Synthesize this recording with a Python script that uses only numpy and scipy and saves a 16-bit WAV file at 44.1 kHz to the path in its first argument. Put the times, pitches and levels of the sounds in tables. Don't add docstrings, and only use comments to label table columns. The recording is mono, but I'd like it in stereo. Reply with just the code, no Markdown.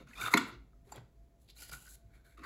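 import sys
import numpy as np
from scipy import signal
from scipy.fft import rfft, irfft, next_fast_len
from scipy.io import wavfile
from scipy.ndimage import uniform_filter1d

SR = 44100
rng = np.random.default_rng(int(sys.argv[2]) if len(sys.argv) > 2 else 0)


def to_wav(sig):
    pcm = np.clip(np.atleast_2d(sig), -1, 1) * 32767
    pcm = np.round(pcm).astype(np.int16)
    wavfile.write(sys.argv[1], SR, pcm.T)


def makeup_ratio(level_db):
    decades = np.asarray(level_db, float) / 20
    return 10 ** decades


N = 108045


def evened(x):
    return x / np.sqrt(np.mean(x ** 2) + 1e-20)


def peaked(x):
    return x / np.max(np.abs(x))


def read(points, hz):
    f, value = np.transpose(points)
    return np.interp(np.log(hz + 1), np.log(f + 1), value)


def colour(x, gain):
    size = next_fast_len(x.shape[-1] + 2048)
    spectrum = rfft(x, size) * gain(np.fft.rfftfreq(size, 1 / SR))
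    return irfft(spectrum, size)[..., :x.shape[-1]]


def resonate(x, hz, width_hz):
    r = np.exp(-np.pi * width_hz / SR)
    return signal.lfilter([1 - r, 0, r - 1], [1, -2 * r * np.cos(2 * np.pi * hz / SR), r * r], x)


def drift(seconds, size):
    window = np.hanning(4410) ** max((0.02 / seconds) ** 2, 0.1)
    return evened(signal.oaconvolve(rng.standard_normal(size), window, "same"))


# hz, level_db (per Hz)
ROOM_SPECTRUM = [(28, -25), (55, 3), (80, -24.5), (118, -13.5), (170, -21.5), (400, -29), (900, -41),
                 (3000, -49.5), (15000, -54)]
# hz, likeness (0 to 1)
PORT_LIKENESS = [(60, .98), (300, .88), (700, .6), (2000, .5), (6000, .6), (7500, .95)]


def room_tone():
    room_db, swell_db, swell_s = -60, 3, 0.05
    fan_db, fan_hz, fan_width_hz = -81, 678, 3.3
    shape = lambda hz: makeup_ratio(read(ROOM_SPECTRUM, hz))
    like = lambda hz: np.clip(read(PORT_LIKENESS, hz), 0, 1)
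    unlike = lambda hz: shape(hz) * np.sqrt(1 - like(hz) ** 2)
    a, b = rng.standard_normal((2, N))
    left = colour(a, shape)
    right = colour(left, like) + colour(b, unlike)
    air = evened(np.array([left, right]))
    hum = colour(air, lambda hz: 1 / (1 + (hz / 200) ** 4))
    swell = makeup_ratio(swell_db * drift(swell_s, N)) - 1
    fan = evened(resonate(rng.standard_normal(N), fan_hz, fan_width_hz))
    return makeup_ratio(room_db) * (air + hum * swell) + makeup_ratio(fan_db) * fan


def body(x, modes, wander_db=0.0):
    wander_s = 0.014
    out = 0
    for k, (hz, width_hz, db) in enumerate(modes):
        drive = x
        if wander_db:
            drive = x * makeup_ratio(wander_db * drift(wander_s, len(x)))
        ring = resonate(resonate(drive, hz, 1.7 * width_hz), hz, 1.7 * width_hz)
        out = out + (-1) ** k * makeup_ratio(db) * ring / np.sqrt(width_hz)
    return out


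def slips(size):
    slips_per_s = 4000
    happens = rng.random(size) < slips_per_s / SR
    n = rng.standard_normal(size)
    return evened(happens * np.sign(n) + 0.24 * n)


# hz, level_db
FIBRE_HISS = [(1500, -45), (4000, -6.5), (5600, -11), (7200, -2.5), (9200, 1), (11500, -3), (14000, -4),
              (16000, -13.5)]


def hiss(x):
    return evened(colour(x, lambda hz: makeup_ratio(read(FIBRE_HISS, hz))))


def rub(strokes, modes, rumble_db=-12):
    fade_s, grain_db, wander_db = 0.007, 2, 3.6
    rumble_hz, rumble_width_hz = 294.7, 360
    t, press, speed = np.arange(N) / SR, np.zeros(N), np.zeros(N)
    for rows in strokes:
        s, press_db, hiss_db = np.transpose(rows)
        gate = np.clip(np.minimum(t - s[0] + fade_s, s[-1] + fade_s - t) / fade_s, 0, 1)
        press += gate * makeup_ratio(np.interp(t, s, press_db))
        speed += gate * makeup_ratio(np.interp(t, s, press_db + hiss_db))
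    grain = makeup_ratio(grain_db * evened(uniform_filter1d(rng.standard_normal(N), 220)))
    clicks = slips(N) * grain
    low_noise, fibre_noise = rng.standard_normal((2, N))
    wood = press * evened(body(clicks, modes, wander_db))
    fibres = speed * hiss(fibre_noise * grain + 0.5 * clicks)
    rumble = press * evened(resonate(low_noise, rumble_hz, rumble_width_hz))
    return wood + fibres + makeup_ratio(rumble_db) * rumble


# hz, width_hz, level_db
TOWER_MODES = [(712.6, 250, -11.5), (1063, 190, 1.5), (1270, 300, 4.5), (1430, 210, 7.5),
               (1629, 180, -10.5), (2130, 690, 2.5), (2400, 300, -1), (2666, 200, -3), (6750, 520, -18.5),
               (3600, 110, -6), (4050, 860, -5), (4860, 1500, -6)]
# start_s, pressure_db, hiss_db (speed hiss over pressure)
SLOT_RUBS = [
    [(0, -60, -35), (.062, -79, -33), (.072, -64, -11), (.15, -62.5, -3.5), (.205, -43.5, -12),
     (.213, -42, -3.5), (.285, -40, -8), (.3, -53.5, -4), (.318, -44, -6.5), (.331, -43.5, 0.5)],
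    [(.39, -51, -29.5), (.484, -51, -8), (.52, -56.5, -22.5), (.56, -64, -27.5)],
    [(2.376, -63.5, -21), (2.414, -66, -11), (2.45, -46.5, -23.5)],
]


def slot_scrapes():
    return rub(SLOT_RUBS, TOWER_MODES)


# hz, level_db, t60_s
TABLE_MODES = [(151, -13, 0.15), (194.3, -3.5, 0.19), (235.7, -7.5, 0.21), (269.5, 2, 0.078),
               (314.2, 0.5, 0.15), (405.3, 2.5, 0.093), (531.8, -10.5, 0.12), (692, -7.5, 0.12)]


def knock(start_s, db, ring_hz, chatter_s, thump_db=-58.0, crack_db=-3, body_db=0.0, first_hit=0.0):
    rise_s, decay_s, strike_s, thump_rise_s = 0.00053, 0.0025, 0.00002, 0.009
    ring_db, ring_width_hz, ring_loss = -0.5, 200, 0.05
    t = np.arange(SR // 4) / SR
    n, size = rng.standard_normal((2, len(t)))
    contact = np.exp(-np.maximum(t - chatter_s, 0) / decay_s)
    chatter = n * np.abs(size) * contact * np.minimum(t / rise_s, 1)
    burst = chatter + first_hit * np.exp(-t / strike_s)
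    push = 0.27 * contact * np.sin(2 * np.pi * ring_hz * t)
    ring = resonate(burst + push, ring_hz, ring_width_hz + ring_loss * ring_hz)
    ring = resonate(ring, ring_hz, 3 * ring_width_hz)
    sound = makeup_ratio(body_db) * peaked(body(burst, TOWER_MODES))
    sound += makeup_ratio(ring_db) * peaked(ring) + makeup_ratio(crack_db) * peaked(hiss(burst))
    thump = 0
    for k, (hz, mode_db, t60_s) in enumerate(TABLE_MODES):
        thump = thump + (-1) ** k * makeup_ratio(mode_db - 60 * t / t60_s) * np.sin(2 * np.pi * hz * t)
    sound += makeup_ratio(thump_db) * peaked(thump * (1 - np.exp(-(t / thump_rise_s) ** 2)))
    return np.pad(makeup_ratio(db) * sound, (round(start_s * SR), N))[:N]


# start_s, level_db, ring_hz, chatter_s, thump_db
SNAP_EVENTS = [
    (0, -57.5, 526, 0.027, 9.5),
    (0.338, -16.5, 992, 0.0023, -1),
    (0.371, -20, 1413, 0.0071, -10),
    (2.373, -54, 1220, 0.01, -6.5),
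    (2.392, -53, 1153, 0.0018, 2.5),
    (2.435, -45.5, 1540, 0.043, -4),
]


def snaps():
    return sum(knock(*row) for row in SNAP_EVENTS)


def bump(start_s, db, hz):
    rise_s, cycles = 0.0096, 3.8
    t = np.maximum(np.arange(N) / SR - start_s, 0)
    swell = (1 - np.exp(-t / rise_s)) * np.exp(-t * hz / cycles)
    return 2 * makeup_ratio(db) * swell * np.sin(2 * np.pi * hz * t)


# start_s, level_db, pitch_hz
HAND_BUMPS = [(0.227, -48, 116.4), (0.267, -44.5, 382), (0.519, -53, 117.8), (0.871, -54, 404),
              (.09, -54, 235), (0.189, -54, 179.4), (.381, -32.5, 269.5), (.03, -55, 139.7),
              (0.754, -65, 400), (2.378, -57, 350), (2.41, -50.5, 277), (.90, -60.5, 247.6),
              (0.968, -53, 273), (0.972, -48, 121), (1.442, -63, 110.1), (1.721, -53.5, 139.7),
              (2.041, -55.5, 102.5)]


def hand_bumps():
    return sum(bump(*row) for row in HAND_BUMPS)


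# start_s, level_db, ring_hz, chatter_s
EDGE_PINGS = [(.0715, -56, 1477, .004), (.109, -52, 1730, .004), (.133, -53, 1960, .008),
              (.190, -39, 1341, 0.0073), (.212, -37.5, 3600, 0.007), (.221, -41, 1300, 0.0053),
              (.267, -37, 3600, 0.0121), (.270, -38.5, 2350, .005), (.333, -27, 1194, 0.0018),
              (.335, -33, 1810, 0.0016), (.340, -19, 1346, .002), (.340, -25, 4050, .003),
              (.339, -33.5, 6770, 0.0045), (.372, -26, 1116, 0.0015), (.374, -29.5, 7100, 0.0058),
              (.375, -28.5, 7970, 0.0022), (.376, -31.5, 5090, 0.0028), (.374, -23.5, 3438, 0.0033),
              (.377, -26.5, 2133, .002), (.376, -38.5, 6220, .002), (.918, -46.5, 7380, 0.0026),
              (.926, -46.5, 7240, 0.0023), (0.153, -48.5, 2400, 0.0035), (.173, -45.5, 2450, 0.0066),
              (0.087, -63, 6500, .015), (0.242, -40, 2450, .006), (.949, -63, 1910, .002),
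              (.976, -53, 1500, 0.0038), (1.62, -62, 2315, 0.021), (1.63, -53, 4310, 0.018),
              (1.855, -56.5, 1541, 0.006), (1.92, -63, 1530, 0.0046), (2.373, -64, 3670, 0.0018),
              (2.392, -56, 1900, 0.0022), (2.393, -63.5, 3750, 0.0017), (2.432, -49.5, 1994, 0.012),
              (2.436, -55.5, 4587, .012), (0.965, -61.5, 7450, .002)]


def pings():
    return sum(knock(*row, crack_db=-27, body_db=-21.5, first_hit=1.7) for row in EDGE_PINGS)


# start_s, level_db, ring_hz, chatter_s, crack_db
LIGHT_TAPS = [(.133, -48.5, 2567, 0.0052, -30), (0.156, -46, 3632, .018, -32),
              (0.213, -33, 2329, 0.0035, -14), (.255, -34.5, 3632, .007, -32.5),
              (0.2626, -24.5, 1360, 0.0012, -25.5), (0.2808, -25, 1260, 0.0023, -27),
              (0.3377, -15, 2170, 0.003, -14.5), (0.732, -63.5, 1306, 0.0024, -17),
              (.9205, -38, 846.4, 0.00454, -0.5), (0.9597, -50.5, 3390, 0.0016, 11.5),
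              (0.923, -49, 4740, .002, -7), (1.565, -52.5, 4120, 0.0095, 0),
              (1.692, -50.5, 1440, 0.0058, -13), (1.719, -43, 1430, .005, -16),
              (1.735, -39.5, 1440, 0.00505, -9), (1.872, -49.5, 1506, .010, -14)]


def taps():
    out = 0
    for *touch, crack_db in LIGHT_TAPS:
        out = out + knock(*touch, crack_db=crack_db, body_db=-14.5, first_hit=6)
    return out


# hz, width_hz, level_db
GRIP_COLOUR = [(330, 270, -1), (810, 510, -3), (1280, 520, -2.5), (2120, 750, -5), (3650, 1460, -5)]
# start_s, pressure_db, hiss_db
GRIP_RUBS = [
    [(.85, -81.5, 1.5), (.893, -66, -6), (.91, -70, 1), (.936, -62, -9), (.976, -57, -19),
     (1.06, -103, -20.5)],
]


def grip_release():
    return rub(GRIP_RUBS, GRIP_COLOUR, rumble_db=-2.5)


# hz, width_hz, level_db
SKIN_COLOUR = [(3170, 1350, -4.5), (4830, 940, -3)]
# start_s, pressure_db, hiss_db
FINGER_RUBS = [
    [(1.38, -96.5, 4), (1.42, -82.5, 11), (1.474, -87, 1.5), (1.49, -60, -4), (1.508, -63.5, -1),
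     (1.525, -82, -8), (1.55, -88, -7)],
]


def finger_brush():
    return rub(FINGER_RUBS, SKIN_COLOUR)


# hz, width_hz, level_db
PANEL_MODES = [(790, 180, -5.5), (1440, 69.5, -3), (1940, 350, -4), (2350, 94, -3.5), (2846, 300, 0.5),
               (3395, 540, -10.5), (3840, 280, -6.5), (4810, 520, 2.5)]
# start_s, pressure_db, hiss_db
STACK_RUBS = [
    [(1.552, -77, 2), (1.57, -64.5, 7), (1.63, -52.5, 3.5), (1.68, -67, 4.5)],
    [(1.686, -65, 9), (1.698, -49, -0.5), (1.708, -66.5, -2.5), (1.716, -57.5, 2), (1.732, -48.5, 2.5),
     (1.758, -56.5, 6), (1.768, -66, 4.5)],
    [(1.77, -68.5, 10.5), (1.834, -71.5, 12.5), (1.88, -65, 5.5), (1.9, -74, 19.5), (1.956, -68, 13),
     (1.97, -100, -8.5), (2.0, -100, 5.5)],
]


def stack_drag():
    return rub(STACK_RUBS, PANEL_MODES)


# hz, width_hz, level_db
EDGE_MODES = [(686, 320, -10.5), (1505, 185, 6), (1890, 260, -2), (2247, 115, 2.5), (3520, 1300, 1.5),
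              (4550, 330, -4)]
# start_s, pressure_db, hiss_db
SEARCH_RUBS = [
    [(2.0, -94.5, -6.5), (2.1, -81, -11), (2.15, -67, -6.5), (2.19, -79, -3.5), (2.236, -87, -6.5),
     (2.25, -69.5, -1.5), (2.3, -70, -3.5), (2.36, -77.5, -1)],
]


def slot_search():
    return rub(SEARCH_RUBS, EDGE_MODES)


def apart(hz):
    return 1 / (1 + (650 / (hz + 1)) ** 4) / (1 + (hz / 6000) ** 12)


# hz, t60_s
ROOM_DECAY = [(200, 0.55), (1000, 0.36), (4000, 0.35), (12000, 0.21)]


def echo(x):
    tail_db, near_db, near_s, path_turn_s, gap = -11, -13, 0.006, 0.012, 300
    turn = np.pi * np.arange(N) / SR / path_turn_s
    out = 0
    for k in range(3):
        shared, own = rng.standard_normal(SR // 2), rng.standard_normal((2, SR // 2))
        hz, t, z = signal.stft(shared + colour(own, apart), SR, nperseg=256)
        decay = makeup_ratio(-60 * t / read(ROOM_DECAY, hz)[:, None])
        tail = signal.istft(z * decay, SR, nperseg=256)[1]
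        tail = np.pad(tail, ((0, 0), (gap, 0))) / np.linalg.norm(tail[0])
        size = tail.shape[1]
        near = np.outer([1, -1], rng.standard_normal(size)) * np.exp(-np.arange(size) / SR / near_s)
        near = colour(near / np.linalg.norm(near[0]), apart)
        path = makeup_ratio(tail_db) * tail + makeup_ratio(near_db) * near
        part = x * np.cos(turn + k * np.pi / 3) * np.sqrt(2 / 3)
        out = out + signal.fftconvolve(part[None], path, axes=1)[:, :N]
    return out


def scene():
    wood = slot_scrapes() + snaps() + hand_bumps() + pings() + taps()
    wood += grip_release() + finger_brush() + stack_drag() + slot_search()
    return wood + echo(wood) + room_tone()


def roll_off(x):
    return signal.sosfilt(signal.butter(12, 15900, fs=SR, output="sos"), x)


# hz, left_lead_rad
PORT_LEAD = [(1100, -1.1), (1700, -1.1), (2900, 1.9), (4000, 0.89), (5500, 1.7), (6600, -0.26)]
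# hz, left_over_right_db
PORT_LEVEL = [(60, -1), (180, .5), (550, 2.5), (2400, 2.5), (5000, .5), (7000, 0)]


def record(dry):
    delay_s, delay_from_hz, ceiling_hz = 0.000222, 6950, 15950

    def lead(hz):
        phase = read(PORT_LEAD, hz) * np.minimum(hz / 1700, 1)
        return phase - 2 * np.pi * delay_s * np.maximum(hz - delay_from_hz, 0)

    port = lambda hz: makeup_ratio(read(PORT_LEVEL, hz) / 2) * np.exp(0.5j * lead(hz))
    pair = np.array([colour(dry[0], port), colour(dry[1], lambda hz: 1 / port(hz))])
    mix = colour(pair, lambda hz: 1 / (1 + (hz / ceiling_hz) ** 120))
    return roll_off(mix)


dry = scene()
out = record(dry)
to_wav(out)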